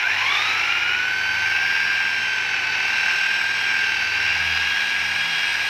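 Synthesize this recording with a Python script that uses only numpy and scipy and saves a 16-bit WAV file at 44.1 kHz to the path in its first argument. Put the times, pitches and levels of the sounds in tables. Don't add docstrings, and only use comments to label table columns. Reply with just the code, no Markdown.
import sys
import numpy as np
from scipy.fft import rfft, irfft, next_fast_len
from scipy.io import wavfile
from scipy.ndimage import uniform_filter1d, minimum_filter1d, map_coordinates

SR = 44100
rng = np.random.default_rng(int(sys.argv[2]) if len(sys.argv) > 2 else 0)


def inscribe(sig):
    pcm = np.round(np.clip(np.atleast_2d(sig).T, -1, 1) * 32767)
    wavfile.write(sys.argv[1], SR, pcm.astype(np.int16))


N = 250929
TIME = np.arange(N) / SR
PINION_TEETH, TEETH_PER_PAD_TURN = 7, 80
RIPPLE_HZ = 100


def amp(db):
    return 10 ** (np.asarray(db) / 20)


def unit(x):
    return x / np.sqrt(np.mean(x ** 2) + 1e-20)


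def curves(rows):
    times, *columns = np.transpose(rows)
    return [np.interp(TIME, times, column) for column in columns]


def swell(crest, length):
    return np.exp(-2 * ((TIME - crest) / length) ** 2)


def wobble(rate):
    return map_coordinates(rng.standard_normal(int(N * rate / SR) + 4), [TIME * rate])


def filtered(x, response):
    size = next_fast_len(N + SR // 4)
    return irfft(rfft(x, size) * response(np.fft.rfftfreq(size, 1 / SR)), size)[:N]


def colour(points, hz):
    f, db = np.transpose(points)
    return amp(np.interp(np.log(hz + 1), np.log(f), db))


def noise(spectrum):
    return unit(filtered(rng.standard_normal(N), lambda hz: colour(spectrum, hz)))


def cycle(turns):
    return np.cos(2 * np.pi * (turns + rng.random()))


def tone(turns, db, flutter_db, drift):
    return np.sqrt(2) * amp(db + flutter_db * wobble(14)) * cycle(turns + drift * wobble(25))


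def resonances(modes, hz):
    return sum((-1) ** k * amp(db) * 1j * hz * width / (f * f - hz * hz + 1j * hz * width)
               for k, (f, width, db) in enumerate(modes))


def casing_level(hz):
    # f/Hz, width/Hz, peak level/dB
    peaks = [(1100, 190, -29), (1570, 400, -25), (1930, 140, -31), (2330, 340, -24.5), (2810, 230, -28),
             (3054, 150, -40.5), (3297, 110, -38), (3600, 298, -26), (4624, 220, -40), (4840, 134, -39),
             (5444, 220, -42), (6152, 220, -46.5)]
    floor_db = -78
    grid = np.linspace(300, 12000, num=2000)
    power = sum(amp(db) ** 2 / (1 + ((grid - f) / width) ** 2) ** 4 for f, width, db in peaks)
    return np.interp(hz, grid, 10 * np.log10(power + amp(floor_db) ** 2))


def coil_hum():
    # t/s, relative level/dB
    levels = [(0.0, -60.7), (0.12, -49.5), (1.08, -56.5), (1.48, -47.1), (1.64, -54.2), (2.88, -53),
              (3.16, -73), (3.48, -53), (4.0, -57), (4.24, -46), (4.64, -67.1), (4.92, -70), (5.16, -74),
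              (5.64, -64)]
    return tone(RIPPLE_HZ * TIME, curves(levels)[0] + .3, flutter_db=.7, drift=.025)


def panel_thrum(teeth, speed):
    # crest t/s, length/s, relative thrum level/dB, relative overtone level/dB
    judders = [(0.884, 0.26, -55, -68), (1.33, 0.26, -54, -64), (3.1, .25, -59, -66), (4.031, .3, -53, -76),
               (4.5, 0.26, -40, -53), (4.856, 0.099, -75, -55), (5.073, 0.16, -48.5, -66),
               (5.23, 0.17, -72, -50.5), (5.583, 0.17, -53, -87)]
    thrum_gain, overtone_gain = amp(-62.5) * speed, amp(-56) * speed ** 2
    for crest, length, thrum_db, overtone_db in judders:
        thrum_gain += swell(crest, length) * amp(thrum_db)
        overtone_gain += swell(crest, length) * amp(overtone_db)
    beats = 4 * teeth / TEETH_PER_PAD_TURN
    thrum = thrum_gain * tone(beats, -1.2, flutter_db=0, drift=.03)
    overtone = overtone_gain * tone(2 * beats, -2.2, flutter_db=1.9, drift=.06)
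    rumble = thrum_gain * amp(-17) * noise([(20, -8), (45, -15), (120, 6), (200, -15), (600, -60)])
    return thrum + overtone + rumble


def panel_ring():
    # f/Hz, bandwidth/Hz, gain/dB
    modes = [(773, 78, -4.5), (880, 29, 1), (1011, 96, -6)]
    # t/s, relative level/dB
    levels = [(0.3, -32), (1.0, -39), (1.4, -34.5), (2.26, -38), (3.14, -35.5), (3.22, -38.5), (4.27, -40),
              (5.66, -41)]
    ring = unit(filtered(rng.standard_normal(N), lambda hz: resonances(modes, hz)))
    return amp(curves(levels)[0] - 3.5) * ring


def pad_rub(load, speed, settled_hz):
    # f/Hz, relative density level/dB
    spectrum = [(40, -22), (130, -9), (220, -5.5), (270, -4.5), (330, 1), (420, 1.5), (520, -1.5),
                (650, -15), (1200, -31.5)]
    free_hz = 1642
    rub_db = -52.5 + .0478 * (free_hz - settled_hz) + .6 * load
    return amp(rub_db) * speed ** .67 * noise(spectrum)


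def air_and_hiss(load):
    # f/Hz, relative density level/dB
    air_spectrum = [(25, -28), (55, -22), (110, -6.5), (200, -14), (380, -10), (600, -7.5), (800, 3),
                    (1200, -2.5), (3100, 3), (3500, 1.5), (3950, 7), (4450, -1.5), (5450, 1), (6800, -14.5),
                    (9000, -24), (16000, -39)]
    # f/Hz, relative density level/dB
    hiss_spectrum = [(1000, -19), (6500, -2.5), (7800, -1.5), (9200, -7), (10000, 10.5), (10600, 3),
                     (11300, 11.5), (12300, -1), (13400, 13.5), (14500, -3), (15600, 9)]
    # t/s, relative air level/dB, relative hiss level/dB
    levels = [(0.02, -45, -58), (0.41, -38, -54), (0.96, -46, -58), (1.76, -43.5, -54.5),
              (2.55, -44.5, -63), (2.99, -41, -55), (3.95, -42.5, -57), (4.83, -39.5, -53.5),
              (4.95, -41.5, -54.5), (5.66, -39.5, -52)]
    air_db, hiss_db = curves(levels)
    air = amp(air_db + 8.5 + .45 * wobble(36) + .1 * load) * noise(air_spectrum)
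    hiss = amp(hiss_db + 2 + 1.1 * load + 1.5 * wobble(200)) * noise(hiss_spectrum)
    return air + hiss


def fan_tones(rotor, speed):
    # order/(cycles per rotor turn), level/dB
    orders = [(1, -57.5), (4, -49), (10, -36), (11, -38), (20, -61), (28, -60), (31, -68), (37, -69),
              (38, -70), (42, -82), (49, -68), (55, -76), (56, -73)]
    tones = sum(tone(k * rotor, db + 1.1 * wobble(3.08), flutter_db=2, drift=.2) for k, db in orders)
    return tones * np.minimum(speed, 1) ** 7


def brush_whistle(rotor, mesh_hz, speed):
    bars = 24
    level_db = casing_level(bars * mesh_hz / PINION_TEETH) + .3
    bounce = .2 * wobble(170)
    whistle = tone(bars * rotor + bounce, level_db, flutter_db=-.5, drift=.14)
    return whistle * np.minimum(speed, 1) ** 13


def slot_tone(rotor, speed, effort_db):
    # t/s, relative level/dB
    levels = [(0.6, -28), (1.36, -44), (1.56, -33.0), (1.84, -36.8), (3.08, -28), (3.56, -45), (3.8, -31),
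              (4.32, -28), (4.44, -34), (4.72, -29.5), (4.84, -37), (5.28, -33.5), (5.64, -35)]
    passes, ripple = 12 * rotor, RIPPLE_HZ * TIME
    sideband_db = -39.5 + 1.3 * effort_db
    centre = tone(passes + .028 * wobble(120), curves(levels)[0] - .7, flutter_db=-.6, drift=.08)
    below = tone(passes - ripple, sideband_db + .3, flutter_db=3, drift=.14)
    above = tone(passes + ripple, sideband_db, flutter_db=1.9, drift=.13)
    return (centre + below + above) * np.minimum(speed / .89, 1) ** 14


def tooth_load(teeth, speed, effort_db):
    # t/s, relative depth
    depths = [(0, 0.072), (1, 0.18), (1.4, 0.092), (2.2, .19), (2.6, 0.35), (3.2, 0.51), (3.8, 0.38),
              (4.15, 0.24), (5.69, 0.16)]
    pad_angle = 2 * np.pi * (teeth / TEETH_PER_PAD_TURN + rng.random())
    twice, = curves(depths)
    four_times = (.46 + .0846 * effort_db + .078 * wobble(3.86)) * np.minimum(speed, 1) ** 6
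    return 1.15 * (twice * np.cos(2 * pad_angle) + four_times * np.cos(4 * pad_angle))


def housing_rattle(teeth, load, ripple, speed, level_db):
    # f/Hz, bandwidth/Hz, gain/dB
    modes = [(858, 250, -17), (1574, 286, -4.5), (2373, 305, 0.5), (2601, 241, 0.5), (2793, 317, -4),
             (4170, 370, -18.5), (5440, 450, -13)]
    # f/Hz, gain/dB
    tilt = [(30, -40), (400, -25), (640, -1), (780, 2.5), (3000, 3), (5800, -3.5), (7000, -10), (9000, -24),
            (16000, -22)]
    hits = np.flatnonzero(np.diff(np.floor(teeth + .12 * wobble(900))) > 0)
    blows = np.zeros(N)
    blows[hits] = rng.standard_normal(N)[:len(hits)]
    drive = unit(blows) + 1.02 * rng.standard_normal(N)
    chatter_db = (.93 + 3 * np.maximum(1 - speed, 0)) * wobble(170)
    buzz_db = .5 * ripple + 2.6 * ripple ** 2
    shafts_db = cycle(teeth / PINION_TEETH) + cycle(teeth / TEETH_PER_PAD_TURN)
    throb_db = (.7 + 12 * np.clip(1 - speed, 0, .2)) * load
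    drive *= amp(throb_db + buzz_db + shafts_db + chatter_db)
    rattle = filtered(drive, lambda hz: resonances(modes, hz) * colour(tilt, hz))
    return amp(level_db + .03) * unit(rattle)


def grind(slack):
    scatter = 4 * slack * (wobble(190) + 1j * wobble(190))
    return np.abs(1 + scatter) / np.sqrt(1 + (4.5 * slack) ** 2)


def gear_whine(teeth, mesh_hz, load, ripple, speed):
    # t/s, relative level/dB before scaling
    contour = [(0.9, -26.5), (1.02, -25.5), (1.82, -24), (2.86, -29.5), (2.98, -27), (3.46, -25.5),
               (3.58, -28), (3.78, -25), (3.98, -27), (4.58, -27), (4.78, -24.7), (5.06, -28.0),
               (5.66, -28)]
    # crest t/s, length/s, second harmonic rise/dB, third harmonic rise/dB
    singing = [(.3, 0.075, 0.5, 7.5), (.9, .12, 2, -2), (1.296, 0.14, 3, 4.5), (1.82, .2, -2, 3.5),
               (2.2, 0.37, 7, -1), (3.6, .12, 6, -4), (3.92, .12, 9, 1.5), (4.1, .25, 0, 5),
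               (4.563, .12, 3, 4), (4.749, .18, 7.5, -5), (5.3, 0.22, 5.5, 0.5)]
    # t/s, relative level/dB
    fifth_levels = [(.8, -65), (1.3, -60), (1.55, -66), (2.25, -57), (2.95, -60), (3.15, -57), (3.7, -53),
                    (4.15, -66), (4.35, -56), (5.4, -49.5), (5.69, -50)]
    slack = np.clip(1 - speed, 0, .3)
    contour_db, = curves(contour)
    rise2, rise3 = sum(np.outer(rises, swell(crest, length)) for crest, length, *rises in singing)
    db1, db2, db3, db4 = [casing_level(k * mesh_hz) for k in range(1, 5)]
    db1 += 1.24 * (contour_db - contour_db.mean()) - 1.4
    db2 += rise2 + 12 * slack - 3
    db3 += rise3 - 1.3
    turns = teeth + .23 * slack * wobble(131.3)
    mesh = grind(slack) * tone(turns, db1, flutter_db=.5, drift=.008)
    mesh += grind(slack) * tone(2 * turns + .11 * slack * wobble(150), db2, flutter_db=2.7, drift=.18)
    mesh += grind(slack) * tone(3 * turns + (.017 + .34 * slack) * wobble(150),
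                                db3 + .68 * wobble(5.14), flutter_db=1.6, drift=.14)
    mesh += tone(4 * turns, db4 - 45 * slack + 1.5 * wobble(4), flutter_db=0, drift=.1)
    mesh += tone(5 * turns, curves(fifth_levels)[0] - .8, flutter_db=1.5, drift=.08)
    bite = 1 - np.exp(-TIME / .032)
    throb = unit(amp(7.44 * load + 3.2 * ripple))
    return bite * mesh * throb


def scene():
    # t/s, tooth-mesh f/Hz
    mesh_rates = [(0, 1525), (.9, 1525), (1.15, 1574), (1.4, 1563), (1.68, 1603), (2.05, 1593),
                  (2.52, 1531), (2.77, 1521), (2.89, 1565), (3.3, 1579), (3.62, 1600), (3.8, 1578),
                  (4.1, 1546), (4.43, 1628), (5, 1632), (5.22, 1638), (5.5, 1632), (5.69, 1633)]
    # t/s, rattle level/dB
    effort = [(0.0, -23), (0.12, -21.5), (0.68, -23), (1.24, -27.9), (1.56, -24), (1.92, -24.5),
              (2.24, -27), (3.0, -23.5), (3.52, -26), (3.76, -24.5), (4.12, -26.5), (4.28, -22.5),
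              (4.44, -25), (4.72, -25), (4.84, -26.0), (5.64, -25.5)]
    start_share, spin_up_s = .418, .379
    settled_hz, = curves(mesh_rates)
    mesh_hz = settled_hz * (1 - (1 - start_share) * np.exp(-TIME / spin_up_s))
    speed = mesh_hz / np.median(mesh_hz)
    teeth = np.cumsum(mesh_hz) / SR
    rotor = teeth / PINION_TEETH
    rattle_db, = curves(effort)
    effort_db = rattle_db - rattle_db.mean()
    ripple = cycle(RIPPLE_HZ * TIME)
    load = tooth_load(teeth, speed, effort_db)
    motor = fan_tones(rotor, speed) + brush_whistle(rotor, mesh_hz, speed)
    motor += slot_tone(rotor, speed, effort_db)
    gears = gear_whine(teeth, mesh_hz, load, ripple, speed)
    gears += housing_rattle(teeth, load, ripple, speed, rattle_db)
    car = panel_ring() + pad_rub(load, speed, settled_hz) + panel_thrum(teeth, speed)
    return (coil_hum() + air_and_hiss(load) + car + motor + gears)[None]


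def record(dry):
    ceiling, top_hz = .345, 15550
    needed = np.minimum(1, ceiling / (np.abs(dry[0]) + 1e-9))
    gain = uniform_filter1d(minimum_filter1d(needed, size=129), size=129)
    return filtered(dry[0] * gain, lambda hz: hz < top_hz)[None]


dry = scene()
out = record(dry)
inscribe(out)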